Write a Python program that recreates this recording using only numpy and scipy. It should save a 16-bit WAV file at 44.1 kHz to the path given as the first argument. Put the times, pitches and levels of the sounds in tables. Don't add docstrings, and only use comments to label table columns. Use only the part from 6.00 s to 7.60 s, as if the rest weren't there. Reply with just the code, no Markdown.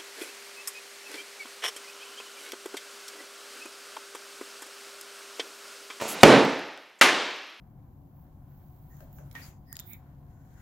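import sys
import numpy as np
from scipy import signal
from scipy.fft import rfft, irfft
from scipy.io import wavfile
from scipy.ndimage import uniform_filter1d

SR = 44100
rng = np.random.default_rng(int(sys.argv[2]) if len(sys.argv) > 2 else 0)


def generate_wav(sig):
    pcm = np.round(np.clip(np.atleast_2d(sig).T, -1, 1) * 32767).astype(np.int16)
    wavfile.write(sys.argv[1], SR, pcm)


def elevation(decibels):
    levels = np.asarray(decibels, float)
    return 10 ** (levels / 20)


N = 70560
HOT_DB = 28.5


def evened(x):
    return x / np.sqrt(np.mean(x ** 2) + 1e-20)


def read(points, hz):
    f, value = np.transpose(points)
    return np.interp(np.log(hz + 1), np.log(f + 1), value)


def add(mix, s, sound):
    part = mix[..., round(s * SR):][..., :sound.shape[-1]]
    part += sound[..., :part.shape[-1]]


def coloured(x, points):
    size = x.shape[-1]
    return irfft(rfft(x) * elevation(read(points, np.fft.rfftfreq(size, 1 / SR))), size)


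def decaying(colour, t60, size, count=256):
    noise = evened(coloured(rng.standard_normal((2, size)), colour))
    hz, t, z = signal.stft(noise, SR, nperseg=count)
    fade = elevation(-60 * t / read(t60, hz)[:, None])
    return signal.istft(z * fade, SR, nperseg=count)[1][:, :size]


# (frequency [Hz], side over middle [dB])
WIDTH = [(2200, -45.5), (3000, -20.5), (5000, -15), (8000, -11.5), (12000, -11), (15000, -31.5)]


def spread(mid, side, lean_db):
    side = coloured(side, WIDTH)
    return np.array([mid + side, mid - side]) * elevation([[-lean_db / 2], [lean_db / 2]])


# (frequency [Hz], level [dB per Hz])
AIR = [(18, -67.5), (30, -39.5), (210, -1.5), (801, -1.5), (1500, -4), (1630, -7.5), (2350, -4),
       (7870, -17), (16000, -35.5)]


def air():
    noise = evened(coloured(rng.standard_normal((2, N)), AIR))
    return elevation(-36.5 - HOT_DB) * spread(*noise, 0.5 * LEAN_DB[0])


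def ping(hz, db, t60, share):
    t = np.arange(1500) / SR
    wobble = 1 - share + share * rng.standard_normal(len(t))
    return elevation(db - 60 * t / t60) * wobble * np.sin(2 * np.pi * hz * t)


# (time [s], level [dB], frequency [Hz])
KNOCKS = [
    (.0128, -13, 620),
    (.0213, -11.5, 714),
    (0.032, -27, 620),
    (.055, -14.5, 700),
]
# (frequency [Hz], level [dB], time to fall 60 dB [s], never more than 0.6 s)
KNOCK_RING = [
    (383, -9, 0.17),
    (447, -6, 0.63),
    (567, -5.5, .7),
    (656, -3.5, 0.2),
    (760, -7.5, 1),
    (915, -7.5, .5),
]


def knocks():
    out = np.zeros(N)
    for s, db, hz in KNOCKS:
        add(out, s, ping(hz, db - HOT_DB, t60=0.0027, share=0.068))
    tail_colour = [(200, -43), (600, -1), (1500, -6), (4000, -22), (12000, -23.5)]  # (Hz, dB)
    tail = decaying(tail_colour, [(100, 0.1)], SR // 2)
    t = np.arange(SR // 2) / SR
    for hz, db, t60 in KNOCK_RING:
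        level = elevation(-33.5 - HOT_DB + db - 60 * t / min(t60, 0.6))
        add(out, KNOCKS[1][0], level * np.sin(2 * np.pi * hz * t))
    add(out, KNOCKS[0][0], elevation(-30 - HOT_DB) * tail[0])
    return out


# (time [s], length [s], level [dB], frequency [Hz], time a grain rings [cycles])
SHOT = [
    (0.019, 0.15, -43.5, 7000, 1.2),
    (0.08, 0.075, -40, 11200, 5.0),
    (0.082, 0.062, -39.5, 7500, 1.1),
    (.084, .065, -50, 14500, 2.5),
    (.208, .009, -35, 3800, 5.0),
    (0.207, 0.033, -46, 8500, 1.3),
    (0.988, 0.014, -58, 7200, 3.0),
    (0.978, 0.013, -76, 11400, 1.5),
]


def shot():
    out = np.zeros(N)
    t = np.arange(4000) / SR
    for s, length, db, hz, cycles in SHOT:
        hits = rng.standard_normal(len(t)) * (rng.random(len(t)) < 10000 / SR)
        grain = np.exp(-t[:200] * hz / cycles) * np.sin(2 * np.pi * hz * t[:200])
        slide = evened(np.convolve(hits, grain)[:len(t)])
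        fade_in = np.clip(t / 0.00097, 0, 1)
        fade_out = np.clip((length - t) / (0.43 * length), 0, 1) ** 0.5
        level = elevation(db - HOT_DB * (s < BLOWS[0][0]))
        add(out, s, level * fade_in * fade_out * slide)
    return out


# (time [s], level [dB], frequency [Hz])
GRIT = [(.451, -34, 12300), (.5, -45, 10500), (.545, -54, 11100), (0.594, -43, 11240), (.692, -68, 11170),
        (.74, -67, 13630), (0.7762, -35.5, 3610), (0.779, -58, 9700), (.803, -62, 11000), (.827, -62, 9500),
        (.9, -57, 9600), (.9675, -68, 11400), (1.286, -53, 11050), (1.36, -62, 10500), (1.395, -63, 11050),
        (1.469, -61, 9980), (1.5275, -66.5, 9430)]


def grit():
    out, t = np.zeros(N), np.arange(1000) / SR
    for s, db, hz in GRIT:
        broad = [(hz * 0.3, -30), (hz * 0.75, -5), (hz, 0), (hz * 1.4, -6), (hz * 3, -25)]
        click = evened(coloured(rng.standard_normal(len(t)), broad))
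        add(out, s, elevation(db - 60 * t / 0.0032) * click)
    return out


def dust():
    strength = elevation(3.5 * np.minimum(rng.exponential(1, N), 4))
    specks = strength * (rng.random(N) < 900 / SR)
    t, clock = np.arange(1000) / SR, np.arange(N) / SR
    colour = [(4000, -19), (9000, -8), (11500, 4.5), (13000, -8.5), (16000, -21)]  # (Hz, dB)
    puff = np.exp(-t / 0.00078) * coloured(rng.standard_normal(len(t)), colour)
    first, second = BLOWS[0][0], BLOWS[1][0]
    since = np.where(clock < second, clock - first, clock - second)
    level = elevation(-62.5 - 60 * since / 3) * (since > 0)
    return level * evened(signal.oaconvolve(specks, puff)[:N])


# (frequency [Hz], level [dB per Hz])
ECHO = [
    [(76, -52), (130, -12.5), (315, 0.5), (846, -5), (1080, -11), (2010, -13.5), (9480, -33.5),
     (11400, -34), (16000, -55.5)],
    [(76, -56), (130, -12), (243, -4), (303, 0.5), (3130, -7.5), (6870, -20.5), (13300, -31), (15100, -47),
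     (16000, -69)],
]
# (frequency [Hz], time to fall 60 dB [s])
SHOP = [(100, .5), (170, 0.54), (280, 0.75), (700, 0.83), (1500, 1.03), (2800, 1.132), (5500, 1.03),
        (12800, 0.32)]


def echo(k, delay, build):
    t = np.arange(SR) / SR
    return decaying(ECHO[k], SHOP, SR, count=1024) * (1 - np.exp(-np.maximum(t - delay, 0) / build))


# (frequency [Hz], level [dB])
FAVOURED = [
    [(136, -32), (163, -31.5), (219, -34.5), (253, -34), (280, -21), (362, -37.5), (441, -23), (500, -27),
     (555, -25), (630, -34.5), (905, -31.5), (1066, -34.5), (1260, -36.5), (1552, -34)],
    [(843, -40), (1050, -20), (1168, -57), (1263, -33), (1486, -26), (1780, -29), (1954, -33), (2033, -39),
     (2249, -29.5), (2372, -28), (2767, -38.5), (3101, -27), (3348, -41)],
]
# (frequency [Hz], level [dB per Hz])
BODY = [
    [(35, -53.5), (60, -32), (202, -5.5), (566, -6.5), (1140, -12), (4030, -22), (10000, -62), (14600, -57),
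     (16000, -91)],
    [(76, -60), (130, -17.5), (402, -0.5), (577, -11), (720, -0.5), (1550, -2.5), (1970, 1.5), (6870, -16),
     (16000, -52)],
]
BODY_DB = [
    0.5,
    7.5,
]


def ring(k, hold, t60, swell_db):
    t = np.arange(SR) / SR
    hz, db = np.transpose(FAVOURED[k])[:, :, None]
    turn = 2 * np.pi * rng.random((3, len(hz), 1))
    beat_hz = 9.13 * rng.uniform(0.65, 1.5, (len(hz), 1))
    glide, glide_s = 0.011, 0.029
    bent = t + glide * glide_s * (1 - np.exp(-t / glide_s))

    def pairs(a, b):
        lower = np.sin(2 * np.pi * (hz - beat_hz / 2) * bent + a)
        upper = np.sin(2 * np.pi * (hz + beat_hz / 2) * bent + b)
        return evened((elevation(db) * (lower + 0.6 * upper)).sum(axis=0))

    tones = np.array([pairs(turn[0], turn[1]), pairs(turn[2], turn[0])])
    body = elevation(BODY_DB[k]) * evened(coloured(rng.standard_normal((2, SR)), BODY[k]))
    bloom_db = -swell_db * np.maximum(1 - t / hold, 0) - 60 * np.maximum(t - hold, 0) / t60
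    return (tones + body) * np.minimum(t / 0.0098, 1) * elevation(bloom_db)


# (frequency [Hz], level [dB per Hz])
CRACK = [
    [(24, -28.5), (40, 7), (630, 0.5), (1760, -9.5), (2260, -5.5), (3560, -15), (4340, -21.5),
     (5720, -19.5), (16000, -47)],
    [(24, -51), (40, -70), (237, -15), (503, -11.5), (1410, -2.5), (2770, -6.5), (9220, -25), (10700, -24),
     (16000, -43.5)],
]


def crack(k, t60):
    t = np.arange(SR) / SR
    quick = [(100, t60 * 2.2), (2000, t60), (10000, t60 * 1.6)]
    return decaying(CRACK[k], quick, SR) * np.minimum(t / 0.0003, 1)


TICK_DB = [
    -46,
    -2.5,
]


def tick(k):
    t = np.arange(SR) / SR
    burst = elevation(TICK_DB[k]) * np.exp(-t / 0.0005) * rng.standard_normal((2, SR))
    return uniform_filter1d(burst, size=3, axis=1) - uniform_filter1d(burst, size=40, axis=1, origin=19)


# (time [s], crack level [dB], crack time to fall 60 dB [s], ring level [dB], echo level [dB])
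BLOWS = [
    (.2322, -6.5, 0.18, -14.5, -10),
    (1.0119, -7.5, 0.14, -27, -16.5),
]
# (ring hold [s], ring time to fall 60 dB [s], ring swell [dB],
# echo delay [s], echo build-up [s])
SUSTAIN = [
    (.095, 0.53, 9, 0.0067, 0.02),
    (0.081, 0.14, -1, 0.064, 0.025),
]
LEAN_DB = [
    2.6,
    0,
]


def blow(k):
    s, crack_db, crack_t60, ring_db, echo_db = BLOWS[k]
    hold, ring_t60, swell_db, delay, build = SUSTAIN[k]
    near = elevation(crack_db) * crack(k, crack_t60) + elevation(ring_db) * ring(k, hold, ring_t60, swell_db)
    near = near + tick(k)
    far = elevation(echo_db) * echo(k, delay, build)
    return s, spread(*near, LEAN_DB[k]) + spread(*far, 0.12 * LEAN_DB[k])


def scene():
    mix = air()
    mix = mix + (shot() + knocks()) * elevation([[-0.7], [0.7]])
    mix = mix + (grit() + dust()) * elevation([[1.5], [-1.5]])
    for k in range(len(BLOWS)):
        add(mix, *blow(k))
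    return mix


def low_pass(x):
    return signal.sosfilt(signal.butter(12, 16340, fs=SR, output="sos"), x)


def record(dry):
    since = np.maximum(np.arange(N) / SR - BLOWS[0][0] - 0.002, 0)
    cut = signal.sosfilt(signal.butter(3, 121.4, "high", fs=SR, output="sos"), dry)
    gain = elevation(HOT_DB * np.exp(-since / 0.0023))
    hot = np.clip(cut * gain, -1, 1)
    edge = signal.firwin(255, 16300, window=("kaiser", 7), fs=SR)
    mix = signal.oaconvolve(hot, edge[None], "same")
    return low_pass(mix)


dry = scene()
out = record(dry)
generate_wav(out)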